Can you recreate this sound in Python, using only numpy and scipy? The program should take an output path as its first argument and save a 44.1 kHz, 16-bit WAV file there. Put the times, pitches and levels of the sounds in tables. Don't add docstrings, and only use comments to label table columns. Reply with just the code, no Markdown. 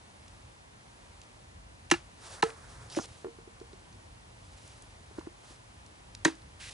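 import sys
import numpy as np
from scipy import signal
from scipy.fft import rfft, irfft, next_fast_len
from scipy.io import wavfile
from scipy.ndimage import uniform_filter1d

SR = 44100
rng = np.random.default_rng(int(sys.argv[2]) if len(sys.argv) > 2 else 0)


def file_out(sig):
    cols = np.atleast_2d(sig).T
    lim = np.clip(cols, -1, 1)
    pcm = np.round(lim * 32767).astype(np.int16)
    wavfile.write(sys.argv[1], SR, pcm)


def gain_from_db(level_db):
    decades = np.asarray(level_db, float) / 20
    return 10 ** decades


N = 297054

# frequency in Hz, level in dB, decay time t60 in seconds.
FIRST_BLOW_MODES = [(165, -15, 0.083), (283, -5.5, 0.047), (343, -4, 0.12), (817, -7.5, 0.028),
                    (1320, -14.5, 0.043), (1728, -13, 0.08), (2370, -9, 0.017), (2750, -10, 0.037),
                    (2820, -14.5, 0.049), (4000, -18, 0.043), (6400, -2.5, 0.0099), (9000, -18, 0.011)]
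SECOND_BLOW_MODES = [(170, -13, 0.035), (347, -9.5, 0.041), (450, -13, 0.24), (820, -2.5, 0.03),
                     (1000, -3, 0.024), (1305, -14, 0.077), (1750, -5, 0.019), (2850, -15.5, 0.026),
                     (4120, -6.5, 0.012), (5800, -24, 0.016), (7400, -23, 0.016)]
THIRD_BLOW_MODES = [(165.6, -9, 0.062), (276, -13, 0.22), (324.5, -4.5, 0.21), (376.6, -14.5, 0.14),
                    (446, -15.5, 0.16), (590, -10, 0.049), (948, -4.5, 0.054), (1500, -13, 0.027),
                    (1620, -2, 0.015), (1870, -5, 0.024), (2470, -24, 0.048), (3870, -10, 0.027),
                    (6500, 1.5, 0.0078), (9800, -21, 0.013)]
# start in seconds, level in dB, contact sharpness in Hz, lowest mode moved in Hz.
FIRST_BLOW_HITS = [
    (1.9115, -13.5, 9000, 30),
    (1.9144, -16, 2970, 1400),
    (1.936, -18.5, 3500, 600),
]
SECOND_BLOW_HITS = [
    (2.4235, -11.5, 9000, 30),
    (2.438, -33, 7000, 1500),
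]
THIRD_BLOW_HITS = [
    (6.2476, -16, 9000, 30),
    (6.2503, -7, 2970, 1200),
    (6.2776, -28.5, 5000, 600),
]
# start in seconds, crack level in dB, crack t60 in seconds, scatter level in dB,
# travel time at 1 kHz in seconds.
SPLINTER_CRACKS = [
    (1.9114, -14, 0.027, -31, 0.0041),
    (2.4219, -28.5, 0.015, -35.5, 0.0055),
    (6.2486, -17.5, 0.024, -29.5, .0035),
]
# frequency in Hz, level in dB.
CRACK_SPECTRUM = [(150, -44), (400, -29), (800, -19), (1600, -14), (2300, -17), (6200, -23), (11000, -31),
                  (14000, -60)]
# start in seconds, level in dB, thud pitch in Hz, thud t60 in seconds.
HELD_TAPS = [(2.968, -28, 573, 0.078), (2.972, -20, 325, 0.079), (2.988, -18.5, 825, 0.009),
             (2.995, -17, 295, 0.012), (3.013, -39.5, 690, 0.016), (3.281, -36, 342, 0.037),
             (3.732, -42, 383, 0.042), (5.11, -42, 410, 0.024), (5.182, -38.5, 600, 0.026),
             (5.184, -25, 332, 0.035), (5.211, -37.5, 1000, 0.0085), (5.27, -30, 336, 0.041),
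             (5.507, -42.5, 333, 0.025)]
OPEN_TAPS = [
    (3.245, -25, 440, 0.028),
    (3.253, -31.5, 374, 0.074),
    (3.266, -30, 380, 0.018),
    (3.385, -40.5, 360, 0.031),
    (3.474, -41, 360, 0.038),
    (3.613, -34.5, 370, 0.032),
]
# frequency in Hz, level in dB, t60 in seconds.
TAPPED_BLOCK_MODES = [(600, -13.5, 0.016), (880, -13.5, 0.014), (1060, -7.5, 0.011), (1220, -12.5, 0.01),
                      (1400, -20.5, 0.053), (1770, -14.5, 0.013)]
# start in seconds, level in dB, centre pitch in Hz.
CHIP_TICKS = [(0.281, -43.5, 5300), (1.216, -40, 4570), (1.235, -47, 5000), (2.4368, -21, 3770),
              (2.503, -35.5, 3120), (2.9, -36.5, 4570), (2.923, -35, 3750), (2.949, -31, 2100),
              (2.966, -35, 5840), (3.012, -43, 6500), (3.029, -52, 6500), (3.043, -53, 6500),
              (3.056, -35, 5000), (3.246, -42, 2400), (3.6, -46, 5200), (3.731, -47, 4020),
              (3.927, -46, 4000), (4.677, -43, 7400), (4.8225, -41, 8700), (5.179, -39, 1500),
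              (5.193, -40.5, 3900), (5.265, -39, 1300), (5.863, -47, 5950), (6.15, -31.5, 5040),
              (6.353, -46.5, 5000), (6.419, -47, 4000), (6.602, -48, 4000)]
LEAD_TICKS = [
    (1.901, -27.5, 3240),
    (1.9108, -36, 6000),
    (2.4232, -53, 6000),
    (6.2457, -43, 7000),
]
# time in seconds, level in dB.
SLIDE_CATCHES = [
    (2.966, -49),
    (3.013, -55),
    (3.031, -60),
]
# full from in seconds, hold in seconds, bright level in dB,
# dull over bright in dB, swell time in seconds.
SLEEVE_STROKES = [(2.265, 0.081, -46.5, -0.5, 0.11), (2.38, 0.023, -58, 5, .05),
                  (2.454, 0.045, -49, 4.5, 0.052), (2.52, 0.384, -58.5, 3, 0.064),
                  (2.71, 0.009, -56, -9, 0.06), (2.92, 0.13, -48.5, -2.5, 0.034),
                  (2.964, 0.025, -41, -22, .006), (3.09, 0.047, -57.5, -3, 0.41),
                  (4.655, 0.036, -57.5, -4, 0.55), (5.19, 0.0055, -59, 2.5, 0.1),
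                  (5.46, 0.059, -56.5, -1.5, 0.17), (6.605, 0.091, -47, -16.5, 0.015),
                  (6.71, .04, -51, -5, .02)]
# frequency in Hz, density in dB per Hz.
CLOTH_SPECTRUM = [(240, -29), (400, 2), (582, 1.5), (1010, 3.5), (1120, 4.5), (1340, 6), (1920, 6.5),
                  (5420, -1), (11000, -6), (14300, -11), (22000, -120)]
# frequency in Hz, side over mid in dB.
WORK_WIDTH = [(60, -9), (200, -5), (600, -5), (1100, -3), (1900, -5), (3300, -8), (6000, -9.5),
              (10500, -9.5)]
# frequency in Hz, density in dB per Hz.
AIR_SPECTRUM = [(12, -71), (20, -30), (31, -28), (43, -0.5), (108, -0.5), (127, -4.5), (145, -8.5),
                (266, -13.5), (427, -17.5), (944, -17), (1300, -22.5), (8010, -29.5), (11000, -30.5),
                (14300, -83), (22000, -120)]
# frequency in Hz, side over mid in dB.
OPEN_AIR_WIDTH = [(60, -19), (110, -15.5), (190, -8), (340, -0.5), (600, 2), (1060, 3.5), (1880, 5),
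                  (3340, 1.5), (5940, -1.5), (10500, -6.5)]
# time in seconds, level in dB.
RUMBLE_SWELL = [(0.0, -58.5), (0.6, -59.5), (0.86, -62), (1.1, -59), (2.4, -55), (2.8, -52), (3.17, -58.5),
                (4.2, -57), (5.7, -58), (6.1, -55.5), (6.74, -56.5)]
# start in seconds, end in seconds.
SILENT_GAPS = [
    (2.4155, 2.4215),
    (6.737, 6.75),
]

BUILD_UP_CYCLES = 0.3
SCATTER_T60_S = 0.19
STIFF_HZ = 172
SETTLE_S, SETTLE_LOSS_DB, SETTLE_EDGE_S = 0.039, 7.5, 0.0032
HOLLOW_HZ, HOLLOW_T60_S = 463, 0.19
HELD_RING_DB, OPEN_RING_DB = -32.5, -15.5
HELD_SHARPNESS, OPEN_SHARPNESS = 2.7, 2.8
TICK_T60_S, LEAD_T60_S = 0.012, 0.021
SLIDE_FROM_S, SLIDE_HOLD_S, SLIDE_DB, SLIDE_EDGE_S = 2.903, 0.136, -53.5, 0.0066
SLIDE_START_HZ, SLIDE_TOP_HZ, SPEED_UP_S = 4260, 6200, 0.045
CATCH_EDGE_S = 0.024
GRIT_PER_S, GRIT_DB = 1100, 11
STROKE_SWING_DB, FADE_OVER_SWELL = 21.5, 0.82
GROUND_LAG_S = 0.00177
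AIR_DB = -55.5
CUTOFF_HZ = 11240


def coloured(x, points, turn=1):
    size = next_fast_len(N + 8192)
    hz = np.maximum(np.arange(size // 2 + 1) * SR / size, 1)
    point_hz, point_db = np.transpose(points)
    gain = gain_from_db(np.interp(np.log(hz), np.log(point_hz), point_db))
    factor = turn(hz) if callable(turn) else turn
    return irfft(rfft(x, size) * gain * factor, size)[:N]


def rms_one(x):
    return x / np.sqrt(np.mean(x ** 2) + 1e-20)


def drift(rate):
    steps = rng.standard_normal(int(N / SR * 60) + 2)
    return np.interp(np.arange(N) / SR * min(rate, 59), np.arange(len(steps)), steps)


def add(out, s, sound):
    at = round(s * SR)
    out[at:at + len(sound)] += sound[:N - at]


def stroke(s, hold, db, swell, fade):
    t = np.arange(N) / SR
    outside = np.maximum((s - t) / swell, 0) + np.maximum((t - s - hold) / fade, 0)
    return gain_from_db(db - STROKE_SWING_DB * np.minimum(outside, 9))


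def ringing(modes, sharp_hz, lowest_hz=30):
    t = np.arange(SR // 3) / SR
    rings = 0
    for k, (hz, db, t60) in enumerate(modes):
        sense = (-1) ** k
        build_up = 1 - np.exp(-t * hz / BUILD_UP_CYCLES)
        envelope = sense * gain_from_db(db - 60 * t / t60) * build_up
        moved = 1 / (1 + (lowest_hz / hz) ** 4)
        rings = rings + envelope * np.sin(2 * np.pi * hz * t) * moved
    return signal.lfilter(*signal.butter(2, min(sharp_hz, 15000), fs=SR), rings)


def blows():
    out = np.zeros(N)
    t = np.arange(SR // 2) / SR
    seatings = [(FIRST_BLOW_MODES, FIRST_BLOW_HITS), (SECOND_BLOW_MODES, SECOND_BLOW_HITS),
                (THIRD_BLOW_MODES, THIRD_BLOW_HITS)]
    for (modes, hits), splinter in zip(seatings, SPLINTER_CRACKS):
        s, crack_db, crack_t60, scatter_db, travel_s = splinter
        rings, crack = np.zeros(N), np.zeros(N)
        for hit_s, db, sharp_hz, lowest_hz in hits:
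            add(rings, hit_s, gain_from_db(db) * ringing(modes, sharp_hz, lowest_hz))
        settled = np.clip((np.arange(N) / SR - s - SETTLE_S) / SETTLE_EDGE_S, 0, 1)
        rings *= gain_from_db(-SETTLE_LOSS_DB * settled)
        fall = gain_from_db(crack_db - 60 * t / crack_t60) + gain_from_db(scatter_db - 60 * t / SCATTER_T60_S)
        add(crack, s, fall * rng.standard_normal(len(t)))
        wood = rings + gain_from_db(22) * coloured(crack, CRACK_SPECTRUM)

        def bending(hz):
            return np.exp(-4j * np.pi * travel_s * np.sqrt(1000 * (hz + STIFF_HZ)))

        out += coloured(wood, [(20, 0), (20000, 0)], bending)
    return out


def taps():
    out = np.zeros(N)
    for rows, ring_db, sharpness in [(HELD_TAPS, HELD_RING_DB, HELD_SHARPNESS),
                                     (OPEN_TAPS, OPEN_RING_DB, OPEN_SHARPNESS)]:
        for s, db, thud_hz, t60 in rows:
            modes = [(thud_hz, 0, t60), (HOLLOW_HZ, ring_db, HOLLOW_T60_S), *TAPPED_BLOCK_MODES]
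            add(out, s, gain_from_db(db) * ringing(modes, sharpness * thud_hz))
    return out


def ticks():
    out = np.zeros(N)
    t = np.arange(SR // 20) / SR
    for rows, t60 in [(CHIP_TICKS, TICK_T60_S), (LEAD_TICKS, LEAD_T60_S)]:
        for s, db, hz in rows:
            burst = gain_from_db(db + 2 - 60 * t / t60) * rng.standard_normal(len(t))
            band = signal.butter(1, [0.65 * hz, min(1.28 * hz, 15000)], "band", fs=SR)
            add(out, s, signal.lfilter(*band, burst))
    return out


def slide():
    moving_s = np.maximum(np.arange(N) / SR - SLIDE_FROM_S, 0)
    hz = SLIDE_TOP_HZ - (SLIDE_TOP_HZ - SLIDE_START_HZ) * np.exp(-moving_s / SPEED_UP_S)
    phase = 2 * np.pi * np.cumsum(hz) / SR
    gain = stroke(SLIDE_FROM_S, SLIDE_HOLD_S, SLIDE_DB, SLIDE_EDGE_S, SLIDE_EDGE_S)
    for s, db in SLIDE_CATCHES:
        gain = gain + stroke(s, 0, db, CATCH_EDGE_S, CATCH_EDGE_S * 0.5)
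    grain_here = rng.random(N) < GRIT_PER_S / SR
    grit = 1 + grain_here * gain_from_db(GRIT_DB + 4.8 * rng.exponential(1, N).clip(0, 4))
    one, other = signal.lfilter(*signal.butter(2, 900, fs=SR), grit * rng.standard_normal((2, N)))
    rub = rms_one(one * np.cos(phase) + other * np.sin(phase))
    return gain * gain_from_db(2.1 * drift(55)) * rub


def sleeves():
    catching = gain_from_db(0.35 * rng.exponential(1, N) + 2.0 * drift(45))
    grains = rng.standard_normal((2, N)) * catching
    cloth = np.array([coloured(draw, CLOTH_SPECTRUM) for draw in grains])
    bright = rms_one(signal.lfilter(*signal.butter(2, 1600, "high", fs=SR), cloth))
    dull = rms_one(signal.lfilter(*signal.butter(2, 2000, fs=SR), cloth))
    bright_power = dull_power = 0
    for s, hold, db, dull_db, swell in SLEEVE_STROKES:
        power = stroke(s, hold, db, swell, FADE_OVER_SWELL * swell) ** 2
        bright_power = bright_power + power
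        dull_power = dull_power + power * gain_from_db(2 * dull_db)
    return np.sqrt(bright_power) * bright + np.sqrt(dull_power) * dull


def air():
    near, far = [gain_from_db(AIR_DB) * rms_one(coloured(draw, AIR_SPECTRUM))
                 for draw in rng.standard_normal((2, N))]
    low = signal.sosfiltfilt(signal.butter(2, 200, fs=SR, output="sos"), near)
    swell_s, swell_level = np.transpose(RUMBLE_SWELL)
    swell_db = np.interp(np.arange(N) / SR, swell_s, swell_level)
    hiss = (near - low) * gain_from_db(0.6 * drift(3.1))
    rumble = low * gain_from_db(swell_db - swell_db.mean() + 2.1 * drift(9))
    return ports(hiss + rumble, OPEN_AIR_WIDTH, 0.45, far)


def ports(mid, width, alike, other):
    late = alike * coloured(mid, width, -1j)
    diffuse = np.sqrt(1 - alike ** 2) * coloured(other, width)
    side = late + diffuse
    return np.array([mid + side, mid - side])


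def scene():
    no_bass = signal.butter(2, 70, "high", fs=SR, output="sos")
    struck = signal.sosfilt(no_bass, blows() + taps() + ticks() + slide())
    lagged = np.roll(struck, round(GROUND_LAG_S * SR))
    bounce = signal.lfilter(*signal.butter(2, 700, "high", fs=SR), lagged)
    cloth, other_cloth = sleeves()
    work = ports(struck, WORK_WIDTH, 0.9, bounce) + ports(cloth, WORK_WIDTH, 0.6, other_cloth)
    return work * gain_from_db([[-0.5], [0.5]]) + air()


def band_limit(x):
    return signal.sosfilt(signal.butter(12, 11140, fs=SR, output="sos"), x)


def record(dry):
    live = np.ones(N)
    for start, end in SILENT_GAPS:
        live[round(start * SR):round(end * SR)] = 0.021
    rounded = 0.71 * np.tanh(dry / 0.67)
    steep = signal.cheby2(14, 43, CUTOFF_HZ * 1.021, fs=SR, output="sos")
    cut = signal.sosfilt(steep, rounded)
    return band_limit(cut * uniform_filter1d(live, size=30))


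dry = scene()
out = record(dry)
file_out(out)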